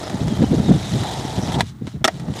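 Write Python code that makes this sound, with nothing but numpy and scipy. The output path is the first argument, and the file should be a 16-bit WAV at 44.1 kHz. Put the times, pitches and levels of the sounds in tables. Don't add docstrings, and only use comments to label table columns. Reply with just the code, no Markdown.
import sys
import numpy as np
from scipy import signal
from scipy.fft import rfft, irfft
from scipy.io import wavfile

SR = 44100
rng = np.random.default_rng(int(sys.argv[2]) if len(sys.argv) > 2 else 0)


def bounce(signal):
    frames = np.transpose(np.atleast_2d(signal))
    limited = np.clip(frames, -1, 1)
    pcm = np.round(limited * 32767).astype(np.int16)
    wavfile.write(sys.argv[1], SR, pcm)


N = 105840
TIME = np.arange(N) / SR
EDGE_HZ = 15600


def amp(db):
    return 10 ** (np.asarray(db) / 20)


def unit(x):
    return x / np.sqrt(np.mean(x ** 2) + 1e-20)


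def level(points, axis=1):
    columns = np.transpose(points)
    return amp(np.interp(TIME, columns[0], columns[axis]))


def decay(t, t60):
    return np.exp(-np.log(1000) * t / t60)


def colour(x, points):
    hz, db = np.transpose(points)
    f = np.fft.rfftfreq(len(x), 1 / SR)
    gain = amp(np.interp(np.log(f + 1), np.log(hz), db))
    return unit(irfft(rfft(x) * gain, len(x)))


def wander(rate_hz):
    f = np.fft.rfftfreq(N, 1 / SR)
    band = f / (f + 10) * np.exp(-(f / rate_hz) ** 2)
    return unit(irfft(rfft(rng.standard_normal(N)) * band, N))


def add(mix, s, sound):
    part = mix[round(s * SR):][:len(sound)]
    part += sound[:len(part)]


STONES_PER_S, STONE_SPREAD_DB, CONTACT_SHARE = 1500, 3.5, 0.85


def stones():
    size = amp(STONE_SPREAD_DB * np.minimum(rng.exponential(1, N), 4))
    struck = rng.random(N) < STONES_PER_S / SR
    hits = size * rng.choice([-1, 1], N) * struck
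    return unit(hits) + CONTACT_SHARE * rng.standard_normal(N)


PATCH_DB, PATCH_HZ = 2.0, 35


def patchy(x, count=24):
    place = np.log(np.fft.rfftfreq(N, 1 / SR) + SR / 20)
    place = (place - place[0]) / (place[-1] - place[0]) * (count - 1)
    spectrum = rfft(x)
    out = np.zeros(N)
    for k in range(count):
        band = irfft(spectrum * np.maximum(1 - abs(place - k), 0), N)
        out += band * amp(PATCH_DB * wander(PATCH_HZ))
    return unit(out)


# (time [s], wheel and deck rumble level [dB], grit hiss level [dB])
ROLL = [(0, -30, -37.5), (.3, -31.5, -38), (.8, -34, -35), (.93, -35, -32.5), (1.05, -31, -32.5),
        (1.2, -33, -34), (1.5, -31.5, -35), (1.55, -28, -30.5), (1.58, -29, -40.5), (1.6, -25.5, -29),
        (1.625, -79, -59), (2.04, -68, -72), (2.1, -40, -50), (2.14, -50, -44), (2.27, -35.5, -49.5),
        (2.32, -39.5, -46), (2.36, -34, -36), (2.4, -38, -33)]
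# (frequency [Hz], density [dB per Hz])
RUMBLE = [(40, -41), (150, -9), (330, 0), (480, -4), (620, -2), (860, -4.5), (1080, -14.5), (1350, -14.5),
          (1600, -23), (1950, -17.5), (2500, -53), (5000, -80)]
# (frequency [Hz], density [dB per Hz])
GRIT = [(200, -9.5), (1200, -3.5), (2000, -2.5), (2700, -3.5), (3300, 2), (3850, 3.5), (4500, -2.5),
        (5300, -2.5), (7000, -4.5), (9000, -10.5), (11800, -16.5), (13000, -28), (16000, -26)]
RUMBLE_FLUTTER_DB, GRIT_FLUTTER_DB, FLUTTER_HZ = 1.5, 0.8, 73


def rolling():
    road, flutter = stones(), wander(FLUTTER_HZ)
    rumble = colour(road, RUMBLE) * unit(amp(RUMBLE_FLUTTER_DB * flutter))
    grit = patchy(colour(road + stones(), GRIT)) * unit(amp(GRIT_FLUTTER_DB * flutter))
    return rumble * level(ROLL, axis=1) + grit * level(ROLL, axis=2)


def resonance(hz, width_hz):
    lowpass = signal.butter(2, width_hz / 2, fs=SR, output="sos")
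    band = signal.sosfilt(lowpass, stones() + 1j * stones())
    phase = 2 * np.pi * np.cumsum(hz * np.ones(N)) / SR
    return unit((band * np.exp(1j * phase)).real)


POP_S = 1.6073
# (middle time [s], length [s], pitch at the middle [Hz], width [Hz], level [dB])
SINGS = [(.07, 0.094, 5130, 350, -44), (0.375, 0.2, 3170, 80, -43), (0.689, 0.12, 3670, 220, -40.5),
         (.87, 0.082, 3650, 300, -38.5), (1.083, 0.16, 3680, 650, -35), (1.438, 0.058, 5650, 1000, -37.5),
         (1.547, 0.014, 3400, 450, -28.5)]
SING_SAG_PER_S = .55
# (time [s], level [dB])
CROUCH = [(.9, -70), (1.03, -29.5), (1.3, -36), (1.55, -32.5), (1.6, -25)]
DRONE_HZ, DRONE_WIDTH_HZ = 822, 210


def singing():
    out = resonance(DRONE_HZ, DRONE_WIDTH_HZ) * level(CROUCH) * (TIME < POP_S)
    for s, length, hz, width, db in SINGS:
        swell = amp(db) * np.exp(-(2 * (TIME - s) / length) ** 4)
        pitch = hz * (1 - SING_SAG_PER_S * (TIME - s))
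        out += swell * resonance(pitch, width)
    return out


# (frequency [Hz], density [dB per Hz])
CRACK = [(50, -16), (250, -8), (700, 4.5), (1150, -6), (1900, -0.5), (2600, -5.5), (3500, -2), (4500, -8.5),
         (5600, -6.5), (8000, -9.5), (11000, -16), (16000, -25)]
# (frequency [Hz], level [dB], T60 [s])
TAIL = [(757, 3, 0.02), (958, 6, 0.028), (1860, -6.5, 0.014), (1980, 5, 0.02), (2540, -3.5, 0.018),
        (3470, 4, 0.016), (3760, 4, 0.016), (4030, 2, 0.014)]
POP_DB, POP_CRACK_DB, POP_CRACK_T60_S, POP_DULL_HZ = -14.5, 2, .042, 7060
SNAP_DB, SNAP_S = 10.5, .00008


def pop():
    t = np.arange(SR // 5) / SR
    u = 2 - t / SNAP_S
    snap = u * np.exp(-u ** 2 / 2)
    crack = colour(rng.standard_normal(len(t)), CRACK) * decay(t, POP_CRACK_T60_S)
    ring = np.zeros(len(t))
    for hz, db, t60 in TAIL:
        ring += amp(db) * decay(t, t60) * np.sin(2 * np.pi * hz * t)
    soften = signal.butter(1, min(POP_DULL_HZ, EDGE_HZ), fs=SR)
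    return amp(POP_DB) * signal.lfilter(*soften, amp(SNAP_DB) * snap + ring + amp(POP_CRACK_DB) * crack)


# (frequency [Hz], level [dB], T60 [s])
BOARD = [(252.4, -3.5, 0.021), (377, -5, 0.043), (513, -21.5, 0.022), (674, -3, 0.032), (754, 0.5, 0.025),
         (930, -1.5, 0.022), (1175, -13.5, 0.035), (1317, 1, 0.039), (1893, -4, 0.035), (2070, -7.5, 0.027),
         (3380, -16.5, 0.029), (3630, -14, 0.021), (5350, -6, 0.017), (5690, -3.5, 0.011)]
RING_DB, CRACK_DB, FOCUS_OCTAVES = -10, -2.5, 0.22


def blow(db, dull_hz, crack_t60, focus_hz, lift_db):
    t = np.arange(SR // 5) / SR
    crack = colour(rng.standard_normal(len(t)), CRACK) * decay(t, crack_t60)
    ring = np.zeros(len(t))
    for k, (hz, mode_db, t60) in enumerate(BOARD):
        lift = lift_db * np.exp(-(np.log2(hz / focus_hz) / FOCUS_OCTAVES) ** 2)
        ring += (-1) ** k * amp(mode_db + lift) * decay(t, t60) * np.sin(2 * np.pi * hz * t)
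    soften = signal.butter(1, min(dull_hz, EDGE_HZ), fs=SR)
    return amp(db) * signal.lfilter(*soften, amp(CRACK_DB) * crack + amp(RING_DB) * ring)


# (time [s], level [dB], dull above [Hz], crack T60 [s],
# most excited pitch [Hz], lift of that pitch [dB])
BLOWS = [(1.597, -15.5, 1000, 0.037, 780, 11), (1.8697, -26.5, 4000, 0.061, 900, 4),
         (1.875, -28.5, 2480, 0.052, 250, 30), (1.917, -42, 9000, 0.032, 5500, 2),
         (2.0432, -1, 7000, 0.02, 3550, 19), (2.048, -5.5, 9000, 0.026, 5450, 11.5),
         (2.0511, -3, 5040, 0.031, 1370, 7), (2.0561, -9.5, 7950, 0.024, 250, 13),
         (2.077, -14, 12000, 0.031, 5500, 14), (2.0803, -6.5, 6000, 0.021, 2140, 11),
         (2.0835, -9, 905, 0.055, 692, 20)]
# (time [s], level [dB], most excited pitch [Hz])
PEBBLES = [(.032, -27.5, 5380), (0.077, -30, 1900), (0.097, -23, 706), (0.281, -21, 8000),
           (.829, -26, 3500), (1.034, -20.5, 3500), (1.154, -30, 1900), (1.483, -23.5, 5400),
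           (1.521, -22, 2000), (2.197, -29.5, 2020)]
PEBBLE_DULL_HZ, PEBBLE_T60_S, PEBBLE_LIFT_DB = 7000, 0.042, 7.5


def clacks():
    out = np.zeros(N)
    add(out, POP_S, pop())
    for s, *contact in BLOWS:
        add(out, s, blow(*contact))
    for s, db, hz in PEBBLES:
        add(out, s, blow(db, PEBBLE_DULL_HZ, PEBBLE_T60_S, hz, PEBBLE_LIFT_DB))
    return out


# (time [s], level [dB])
FLIGHT = [(1.58, -65), (1.62, -48), (1.65, -45.5), (1.69, -41), (1.74, -61), (1.82, -61.5), (1.89, -45.5),
          (1.95, -52.5), (2.03, -63), (2.1, -85)]


def flight():
    return colour(stones(), GRIT) * level(FLIGHT)


ECHO_DB, ECHO_T60_S = -29, 0.083


def outdoors(x):
    t = np.arange(SR // 2) / SR
    tail = colour(rng.standard_normal(len(t)), CRACK) * decay(t, ECHO_T60_S)
    return x + amp(ECHO_DB) * signal.fftconvolve(x, tail / np.linalg.norm(tail))[:N]


LUMP_S, LUMP_EVENNESS = 0.041, 0.81


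def eddies(points, size=N):
    x = colour(rng.standard_normal(size), points)
    power = signal.fftconvolve(x ** 2, signal.windows.hann(int(LUMP_S * SR)), "same")
    return unit(x / (abs(power) + 1e-9) ** (LUMP_EVENNESS / 2))


def burst(force, points):
    return unit(force * eddies(points, size=len(force))) * np.sqrt(np.mean(force ** 2))


# (middle time [s], length [s], level [dB], eddy pitch [Hz])
GUSTS = [(0.148, 0.029, -20, 183), (0.22, 0.024, -16.5, 127), (0.264, 0.053, -18.5, 147),
         (0.321, 0.032, -16.5, 237), (0.402, 0.019, -12, 207), (0.427, 0.012, -7, 197),
         (0.441, 0.007, -8.5, 330), (.517, 0.014, -11, 152), (0.538, 0.022, -12.5, 306),
         (0.593, 0.041, -13.5, 157), (0.648, 0.047, -20, 220), (0.69, 0.013, -9.5, 166),
         (0.711, 0.021, -3, 230), (0.731, 0.024, -14, 117), (0.758, 0.034, -14.5, 132),
         (0.954, 0.057, -16, 156.6), (1.02, 0.032, -19, 133), (1.196, 0.021, -22.5, 162),
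         (1.253, 0.0057, -17.5, 233), (1.39, 0.024, -16.5, 161), (1.431, 0.022, -19, 131),
         (1.491, 0.019, -19, 163), (1.58, 0.061, -18.5, 151), (1.635, 0.0086, -21, 153),
         (1.82, 0.013, -22, 165), (1.851, 0.034, -26.5, 140), (1.957, 0.039, -24, 143),
         (2.019, 0.016, -23, 150), (2.153, 0.041, -27.5, 166), (2.227, 0.058, -26.5, 170),
         (2.301, 0.044, -19.5, 159)]
# (multiple of the eddy pitch [ratio], density [dB per Hz])
EDDY = [(.1, -47), (.2, -37), (.38, -11.5), (.7, -1.5), (1, 0), (1.35, -6), (1.9, -18.5), (3, -26.5),
        (10, -88), (100, -110)]
# (frequency [Hz], density [dB per Hz])
TURBULENCE = [(30, -83), (120, -15), (230, 9), (450, -6), (720, -14), (1100, -34.5), (1450, -26.5),
              (2500, -33), (16000, -83)]
# (time [s], level [dB])
BREEZE = [(0, -36), (.45, -21), (.85, -26), (1.15, -29.5), (1.55, -25), (1.76, -35.5), (2.1, -39),
          (2.4, -32.5)]
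# (frequency [Hz], density [dB per Hz])
BUFFET = [(15, -49), (32, -23), (60, -4.5), (115, 2.5), (190, -1.5), (270, -12), (400, -20), (600, -41),
          (1500, -43), (16000, -99)]
GUST_SQUARENESS = 3.27
TURBULENCE_DB, TURBULENCE_GROWTH, STRONG_GUST_DB = -4, 1.46, -9.5


def wind():
    out = level(BREEZE) * eddies(BUFFET)
    t = np.arange(-SR // 8, SR // 8) / SR
    strong = amp(STRONG_GUST_DB)
    for s, length, db, hz in GUSTS:
        force = amp(db) * np.exp(-abs(2 * t / length) ** GUST_SQUARENESS / 2)
        body = burst(force, np.array(EDDY) * [hz, 1])
        growth = np.minimum(force / strong, 1) ** TURBULENCE_GROWTH
        tearing = burst(amp(TURBULENCE_DB) * strong * growth, TURBULENCE)
        add(out, s + t[0], body + tearing)
    return out


# (frequency [Hz], density [dB per Hz])
AIR = [(30, 13.5), (400, -11), (850, 6), (2000, -2), (3000, -19), (10000, -17), (16000, -30)]
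AIR_DB = -53.5


def open_air():
    return amp(AIR_DB) * colour(rng.standard_normal(N), AIR)


def scene():
    board = rolling() + singing() + clacks() + flight()
    return (outdoors(board) + wind() + open_air())[None]


WHINE_HZ, WHINE_DB = 14994, -70
CLIP_LEVEL, CLIP_KNEE = .76, 5
LOW_CUT_HZ = 36


def record(dry):
    x = dry + amp(WHINE_DB) * np.sqrt(2) * np.sin(2 * np.pi * WHINE_HZ * TIME)
    x = x / (3.0 + abs(x / CLIP_LEVEL) ** CLIP_KNEE) ** (1 / CLIP_KNEE)
    f = np.fft.rfftfreq(N, 1 / SR)
    x = irfft(rfft(x) * f ** 4 / (f ** 4 + LOW_CUT_HZ ** 4), N)
    high_cut = signal.firwin(511, EDGE_HZ, window=("kaiser", 9), fs=SR)
    return signal.oaconvolve(x, high_cut[None], "same")


dry = scene()
out = record(dry)
bounce(out)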